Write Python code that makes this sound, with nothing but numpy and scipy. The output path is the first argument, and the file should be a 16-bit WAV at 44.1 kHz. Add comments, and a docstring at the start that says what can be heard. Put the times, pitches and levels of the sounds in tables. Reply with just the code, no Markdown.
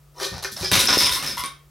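"""Empty tin cans, dragged by a cat bolting across a quiet living room.
The cans scrape in three tugs, crash together close by, tumble with ringing rims and settle on the rug.
Scrapes and crashes are dense tiny contacts driving the wall modes; single knocks ring damped modes.
Paws and cans thud on the floor; a low hum fills the room."""
import sys
import numpy as np
from scipy import signal
from scipy.io import wavfile
from scipy.ndimage import uniform_filter1d

SR = 44100
rng = np.random.default_rng(int(sys.argv[2]) if len(sys.argv) > 2 else 0)


def generate_wav(signal):
    """Clip the signal to [-1, 1] and save it as 16-bit WAV at the path in sys.argv[1]."""
    frames = np.transpose(np.atleast_2d(signal))
    scaled = np.clip(frames, -1, 1) * 32767
    pcm = np.round(scaled).astype(np.int16)
    wavfile.write(sys.argv[1], SR, pcm)


N = 74970

# room hum (frequency [Hz], level [dB])
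HUM_TONES = [(145.5, -54.5), (54, -61), (1260, -76), (1157, -80)]
# air noise (frequency [Hz], gain [dB])
AIR_SHAPE = [(25, -7.5), (60, -3), (110, -14), (220, -27.5), (400, -17), (800, -24.5), (1200, -24.5),
             (2000, -30), (7700, -32.5), (16000, -32.5)]
# surges within the tugs
# (time [s], rise [s], hold [s], t60 [s], level [dB], low-mid [dB], treble [dB], ring [dB])
SURGES = [(0.139, 0.089, 0.011, 0.085, -48, 13, 10, 10), (0.189, .042, 0.019, 0.26, -27.5, -1, 2, 2.5),
          (0.322, 0.0077, 0.062, 0.18, -41.5, 7.5, -7, -2.5),
          (0.423, .002, 0.014, 0.14, -34.5, 2.5, 6.5, -11), (.436, 0.014, .01, 0.26, -35.5, -3.5, -0.5, -6),
          (0.511, 0.0093, .012, .12, -38, -27, 11, -8), (0.565, 0.0041, 0.081, .1, -36.5, 7, 6, -20.5),
          (0.606, 0.0047, 0.077, 0.24, -35, -4.5, 1.5, 1.5),
          (0.671, 0.0091, 0.026, 0.17, -45.5, 2, 0.5, -10.5)]
# scraping (frequency [Hz], gain [dB])
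SCRAPE_SHAPE = [(100, -40.5), (300, -8.5), (700, 1), (1100, -1), (1900, -4), (2800, -5), (4200, 6),
                (5900, 2.5), (7400, -7.5), (10500, -7), (16000, -20.5)]
# dragged can wall (frequency [Hz], level [dB], t60 [s])
DRAG_MODES = [(378, -19, .12), (530, -15, .16), (980, -22, .1), (1140, -21, .15), (1240, -20, .25),
              (1500, -20, .2), (1812, -16, .25), (2420, -19, .35), (3070, -21, .2), (3750, -19, .14),
              (4130, -17, .14), (5210, -18, .1), (5550, -19, .1), (6020, -18, .12), (8500, -24, .1)]
# drag ticks (time [s], level [dB])
TICKS = [(.2002, -25.5), (.2321, -18), (.309, -39), (.322, -38.5), (.346, -37), (.366, -35.5), (.381, -26),
         (.391, -35), (.439, -24), (.4465, -19.5), (.4515, -29), (.523, -35.5), (.5635, -29.5), (.579, -32),
         (.611, -24.5), (.629, -24)]
# collisions (time [s], strike [dB], chatter [dB], hold [s], t60 [s], low-mid [dB], treble [dB])
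CRASHES = [(0.7154, -16, -19.5, 0.011, 0.3, 5, 4), (0.732, -13, -16.5, 0.034, 0.075, -1, -2),
           (0.755, -9, -24, 0.004, 0.096, 8.5, 3), (0.771, -28, -18.5, 0.0033, 0.12, 2, -8),
           (0.79, -19, -17, 0.023, .14, -9, 1.5), (.809, -13, -22.5, 0.023, 0.22, -1.5, -1),
           (0.855, -22, -26, 0.0096, 0.041, 1, 7), (.884, -24, -19.5, 0.029, .18, 5.5, -5),
           (0.928, -13.5, -30.5, 0.014, 0.45, 7.5, -7), (.937, -12, -24, 0.033, 0.076, 0, -0.5),
           (0.98, -24, -33.5, 0.0092, 0.088, 0, 14), (.987, -29, -24, 0.043, 0.25, -6.5, 3),
           (1.007, -9.5, -23.5, 0.02, 0.22, 6, 0.5), (1.052, -21, -21, 0.008, 0.22, -1.5, -8),
           (1.067, -9.5, -40, 0.0076, 0.092, -6, 1), (1.094, -13, -29.5, 0.014, 0.29, 2, 0),
           (1.113, -35, -30, 0.0044, .1, -11, 10.5), (1.124, -16.5, -25, 0.035, 0.097, -5.5, 3),
           (1.136, -19.5, -35, 0.004, 0.18, -2, 8), (1.153, -31, -33, 0.019, 0.26, -13, 9),
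           (1.183, -35, -31.5, 0.015, 0.3, 2, -30), (1.226, -21, -30, 0.016, .12, 6.5, 0.5),
           (1.246, -19, -34, .005, 0.11, 4, -2), (1.262, -27, -32.5, .005, 0.076, 3, 6),
           (1.275, -22, -30.5, 0.02, 0.31, 3, 2), (1.369, -40, -38, .005, .1, 0, 9),
           (1.379, -25, -34.5, 0.029, 0.11, -3, 4.5), (1.4378, -20, -39, 0.015, 0.2, 4, 1),
           (1.45, -27, -39, 0.022, 0.13, -1, -1)]
# collision noise (frequency [Hz], gain [dB])
CRASH_SHAPE = [(70, -17), (150, 0), (240, -4), (400, -1.5), (720, -5.5), (1050, -3.5), (1550, -3.5),
               (2200, 1.5), (3000, 0), (3750, 6), (4600, 0.5), (5900, 2), (7100, -8), (9300, -4),
               (11600, -6), (16000, -18.5)]
# struck can wall (frequency [Hz], level [dB], t60 [s])
CRASH_MODES = [(368, -27, .15), (538, -24, .2), (1003, -17, .22), (1110, -23, .22), (1452, -21, .25),
               (1805, -16, .25), (2160, -21, .22), (2300, -22, .22), (2780, -23, .2), (3200, -21, .25),
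               (3443, -20, .2), (3690, -18, .18), (3880, -20, .18), (4015, -22, .16), (4650, -23, .15),
               (6030, -23, .15)]

# strikes (time [s], level [dB], pitch [Hz]), each with its modes (pitch ratio, level [dB], t60 [s])
# can rims
RIM_HITS = [(.145, -53, 5400), (.165, -47, 5730), (.182, -32, 5420), (.566, -20.5, 5400),
            (.646, -15.5, 4990), (.658, -20, 5500), (.668, -17, 5300), (.6806, -15.5, 5270),
            (.691, -21, 4920), (.873, -5, 5266), (.883, -10, 5600), (.891, -14.5, 5380), (.8985, -15, 5030),
            (.9045, -13.5, 5220), (.929, -7, 5330), (.9385, -11.5, 5275), (.9785, -7, 5210),
            (.987, -7, 5115), (.994, -9, 5210), (1.0015, -6.5, 5120), (1.0145, -7, 5120),
            (1.033, -12, 5210), (1.044, -11, 5090), (1.058, -7, 5180), (1.072, -14, 5170),
            (1.086, -18.5, 5030), (1.126, -16.5, 5180), (1.134, -19, 5210), (1.146, -16.5, 5240),
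            (1.154, -29, 5300), (1.265, -17, 5250), (1.274, -17, 5210), (1.296, -17.5, 5230),
            (1.312, -22, 5280), (1.322, -24, 5070), (1.395, -22, 5170), (1.412, -28, 5220)]
RIM_MODES = [(1, 0, .03), (1.045, -10, .02), (.992, -18, .18), (1.012, -19, .18), (.955, -19, .02),
             (1.14, -15, .035), (.695, -14, .05)]
# distant cans
CLANKS = [(.2005, -27.5, 1150), (.211, -34, 1490), (.335, -39, 1200), (.353, -42, 1450),
          (.4465, -21.5, 1790), (.4515, -24, 1550), (.465, -36, 1800), (.492, -35, 1263),
          (.648, -25.5, 1700), (.658, -26, 2360)]
CLANK_MODES = [(1, -2.5, 0.063), (1.17, -6.5, 0.028), (1.35, -5.5, 0.052), (0.822, -8, 0.048),
               (0.67, -4.5, 0.0067), (1.7, -9, 0.014), (1.3, -13, .015)]
# large can body
BOOMS = [(.212, -29.5, 378.5), (.254, -32, 385), (.446, -34, 387.2), (.628, -29, 374.4)]
BOOM_MODES = [(1, 0, .16), (1.42, -8, .13), (1.58, -11, .1), (4.8, -14, .25), (6.42, -14, .3)]
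# floor
THUDS = [(.318, -27, 103.5), (.345, -30, 83), (.39, -39, 78), (.52, -34.5, 126.5), (.61, -23, 101),
         (.65, -41, 77), (.718, -15, 112.3), (.757, -24.5, 93), (.835, -27.5, 137), (.9, -27, 80),
         (.95, -52.5, 90), (1.03, -28.5, 71), (1.11, -29, 70), (1.228, -34, 155), (1.29, -38, 71.6),
         (1.33, -35.5, 121), (1.39, -36, 69)]
FLOOR_MODES = [(1.03, 1, 0.11), (0.73, -11.5, 0.25), (1.632, 0, .11), (2.7, -5, 0.051)]
# can base
BASE_HITS = [(.735, -17.5, 1024), (.762, -23, 1000), (.886, -22, 989), (1.008, -23, 1011),
             (1.066, -21, 1017), (1.112, -23.5, 1033), (1.164, -22, 1015), (1.3725, -20, 993),
             (1.3805, -35, 1002), (1.3955, -23.5, 1013), (1.4365, -26, 1108), (1.463, -31, 1109),
             (1.483, -39.5, 1083)]
BASE_MODES = [(1, -1, 0.15), (1.1, -10, 0.27), (1.26, -16, 0.26), (1.39, -12, 0.18), (1.94, -15.5, 0.22),
              (2.08, -12.5, 0.28), (2.88, -15.5, .2), (3.37, -14, 0.18)]
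# close bump
BUMPS = [(.9715, -9, 364)]
BUMP_MODES = [(1.09, 2.5, 0.011), (0.84, -18, 0.03), (1.5, -0.5, 0.0063)]
# thin edges
EDGE_HITS = [(1.058, -19, 9500), (1.0665, -23, 9300), (1.073, -18, 9750), (1.387, -27.5, 11900),
             (1.395, -23.5, 10300), (1.402, -28.5, 12500), (1.444, -28, 9000), (1.452, -38, 9500),
             (1.458, -24, 9300)]
EDGE_MODES = [(1, 0, .028), (.93, -7, .015), (1.03, -7, .02)]

# room decay (frequency [Hz], t60 [s])
ROOM_T60 = [(100, .4), (500, .28), (1500, .32), (3200, .34), (5500, .29), (9500, .24), (14000, .21)]
# reverb side signal (frequency [Hz], gain [dB])
SIDE_SHAPE = [(80, -10), (180, -7), (350, 1.5), (1100, -5.5), (4000, -10), (9000, -1.5), (15000, -1.5)]
# left microphone, mirrored for the right (frequency [Hz], gain [dB])
LEFT_SHAPE = [(100, .2), (400, 1.2), (1200, .7), (2800, -.1), (6000, .3), (13000, .6)]

GRAINS_PER_S, GRAIN_SPREAD_DB, SNAP_DECAY_S = 5000, 3, 0.0013
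SPOT_DETUNE_RATIO, SPOT_SPREAD_DB, BUZZ_BANDWIDTH_HZ = .006, 2.2, 330
LOW_CUT_HZ, CEILING_DB, RECOVERY_DB_PER_S = 42.5, -4, 350


def amp(db):
    """dB to gain."""
    return 10 ** (np.asarray(db) / 20)


def unit_rms(x):
    """Scale to rms 1."""
    return x / np.sqrt(np.mean(x ** 2) + 1e-20)


def lookup(points, hz):
    """Interpolate over log frequency."""
    points_hz, values = np.transpose(points)
    return np.interp(np.log(hz + 1), np.log(points_hz + 1), values)


def add(mix, time_s, sound):
    """Mix in at time_s."""
    part = mix[max(round(time_s * SR), 0):][:len(sound)]
    part += sound[:len(part)]


def colour(x, shape, keep_power=False):
    """Minimum-phase filter from (frequency [Hz], gain [dB]) points."""
    log_gain = np.log(amp(lookup(shape, abs(np.fft.fftfreq(2048, 1 / SR)))))
    taps = np.fft.ifft(np.exp(np.conj(signal.hilbert(log_gain)))).real[:1024]
    return signal.fftconvolve(x, taps / (np.linalg.norm(taps) if keep_power else 1))[:len(x)]


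def tilt(x, low_db, treble_db):
    """Low-mid and treble shelves."""
    return colour(x, [(1300, low_db), (3400, 0.01), (5500, 0), (11000, treble_db)])


def grains(size):
    """Dense tiny contacts of uneven strength."""
    strength = amp(GRAIN_SPREAD_DB * np.minimum(rng.exponential(1, size), 4))
    return unit_rms(strength * rng.choice([-1, 1], size) * (rng.random(size) < GRAINS_PER_S / SR))


def snap(t):
    """Noise burst at first contact."""
    return np.exp(-t / SNAP_DECAY_S) * rng.choice([-1, 1], len(t))


def can_wall(drive, shape, modes, ring_db):
    """Contact noise plus the wall modes it rings, varied per contact spot."""
    t = np.arange(len(drive)) / SR
    ring = 0
    for (hz, db, t60_s), (shift, strength) in zip(modes, rng.standard_normal((len(modes), 2))):
        mode = amp(-60 * t / t60_s) * np.sin(2 * np.pi * hz * (1 + SPOT_DETUNE_RATIO * shift) * t)
        ring += amp(db + SPOT_SPREAD_DB * strength) * np.sign(shift) * mode / np.linalg.norm(mode)
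    direct = colour(drive, shape, keep_power=True)
    return direct + amp(ring_db) * signal.fftconvolve(drive, ring)[:len(t)]


def strikes(hits, modes, attack_s, buzz_depth=0):
    """Damped modes at each hit's pitch; loose contact adds buzz."""
    out, t = np.zeros(N), np.arange(SR // 4) / SR
    lowpass = signal.butter(2, BUZZ_BANDWIDTH_HZ, fs=SR)
    attack = 1 - np.exp(-t / attack_s)
    for time_s, db, hz in hits:
        detunes = 1 + .004 * rng.standard_normal(len(modes))
        ring = sum(amp(mode_db - 60 * t / t60_s) * np.exp(2j * np.pi * hz * ratio * detune * t)
                   for (ratio, mode_db, t60_s), detune in zip(modes, detunes))
        noise = unit_rms(signal.lfilter(*lowpass, rng.standard_normal((2, len(t)))))
        buzz = 1 + buzz_depth * (noise[0] + 1j * noise[1])
        add(out, time_s, amp(db) * (ring * buzz).imag * attack)
    return out


def room_tone(air_db=-58):
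    """Low hum over faint stereo air noise."""
    t = np.arange(N) / SR
    hum = sum(np.sqrt(2) * amp(db) * np.sin(2 * np.pi * (hz * t + rng.random())) for hz, db in HUM_TONES)
    mid, left, right = [unit_rms(colour(rng.standard_normal(N), AIR_SHAPE)) for _ in range(3)]
    return hum + amp(air_db) * (mid + .5 * np.array([left, right]))


def dragging():
    """Tugged cans scrape in surges; small ticks stand out."""
    out, t = np.zeros(N), np.arange(SR // 2) / SR
    for time_s, rise_s, hold_s, t60_s, db, low_db, treble_db, ring_db in SURGES:
        envelope = np.minimum(t / rise_s, 1) * amp(db - 60 * np.maximum(t - rise_s - hold_s, 0) / t60_s)
        drive = tilt(envelope * grains(len(t)), low_db, treble_db)
        add(out, time_s, can_wall(drive, SCRAPE_SHAPE, DRAG_MODES, ring_db))
    for time_s, db in TICKS:
        add(out, time_s, can_wall(amp(db) * snap(t), SCRAPE_SHAPE, DRAG_MODES, ring_db=-4))
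    return out


def rim_rings():
    """Struck rims ring in close, high modes."""
    return strikes(RIM_HITS, RIM_MODES, attack_s=.0003, buzz_depth=.16)


def clanks():
    """Dragged cans knock farther off."""
    return strikes(CLANKS, CLANK_MODES, attack_s=.00024, buzz_depth=.25)


def booms():
    """A large can booms when jerked."""
    return strikes(BOOMS, BOOM_MODES, attack_s=.0029)


def floor_thuds():
    """Paws and cans ring low floor modes."""
    return strikes(THUDS, FLOOR_MODES, attack_s=.0023)


def crashes():
    """Cans collide: a sharp strike, then thin walls chatter."""
    out, t = np.zeros(N), np.arange(SR // 3) / SR
    for time_s, strike_db, chatter_db, hold_s, t60_s, low_db, treble_db in CRASHES:
        chatter = amp(chatter_db - 60 * np.maximum(t - hold_s, 0) / t60_s) * grains(len(t))
        drive = tilt(amp(strike_db) * snap(t) + chatter, low_db, treble_db)
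        add(out, time_s, can_wall(drive, CRASH_SHAPE, CRASH_MODES, ring_db=-2.5))
    return out


def base_knocks():
    """A struck can base rings hollow."""
    return strikes(BASE_HITS, BASE_MODES, attack_s=.001, buzz_depth=.084)


def bump():
    """One close, heavily damped knock."""
    return strikes(BUMPS, BUMP_MODES, attack_s=.00043)


def edge_tinks():
    """Thin edges touch lightly and buzz."""
    return strikes(EDGE_HITS, EDGE_MODES, attack_s=.00031, buzz_depth=.51)


def reflections(taps_per_s=4000, predelay_s=.004):
    """Sparse room response, decaying per band."""
    taps = rng.standard_normal(SR // 2) * (rng.random(SR // 2) < taps_per_s / SR)
    hz, t, spectrum = signal.stft(taps, SR, nperseg=256)
    decay = amp(-60 * t / lookup(ROOM_T60, hz)[:, None])
    tail = signal.istft(spectrum * decay, SR, nperseg=256)[1]
    response = np.r_[np.zeros(round(predelay_s * SR)), tail]
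    return response / np.linalg.norm(response)


def room(x, wet_db):
    """Centred direct sound plus mid/side reverb."""
    mid = x + amp(wet_db) * signal.fftconvolve(x, reflections())[:N]
    side = amp(wet_db) * colour(signal.fftconvolve(x, reflections())[:N], SIDE_SHAPE)
    return np.array([mid + side, mid - side])


def scene():
    """Room tone, distant dragging, thuds, close clatter."""
    return (room_tone()
            + room(dragging() + clanks(), wet_db=-6) * amp(-0.5)
            + room(rim_rings(), wet_db=-3) * amp(-3.5)
            + room(booms(), wet_db=-11) * amp(2.5)
            + room(floor_thuds(), wet_db=-4.5) * amp(-3)
            + room(crashes(), wet_db=-5.5) * amp(-1)
            + room(base_knocks(), wet_db=-6) * amp(-2)
            + room(bump(), wet_db=-13)
            + room(edge_tinks(), wet_db=-7.5) * amp(-1))


def record(dry):
    """Slightly unequal microphones, low cut, fast limiter, 16 kHz band limit."""
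    right_shape = [(hz, -db) for hz, db in LEFT_SHAPE]
    pair = np.array([colour(dry[0], LEFT_SHAPE), colour(dry[1], right_shape)])
    pair = signal.sosfilt(signal.butter(3, LOW_CUT_HZ, "high", fs=SR, output="sos"), pair)
    over_db = np.maximum(20 * np.log10(abs(pair).max(0) + 1e-9) - CEILING_DB, 0)
    recovery_db = np.arange(N) * RECOVERY_DB_PER_S / SR
    reduction_db = np.maximum.accumulate(over_db + recovery_db) - recovery_db
    limited = pair / amp(uniform_filter1d(reduction_db, size=16))
    lowpass = signal.firwin(401, 16000, window=("kaiser", 9), fs=SR)
    return signal.oaconvolve(limited, lowpass[None], "same")


dry = scene()
out = record(dry)
generate_wav(out)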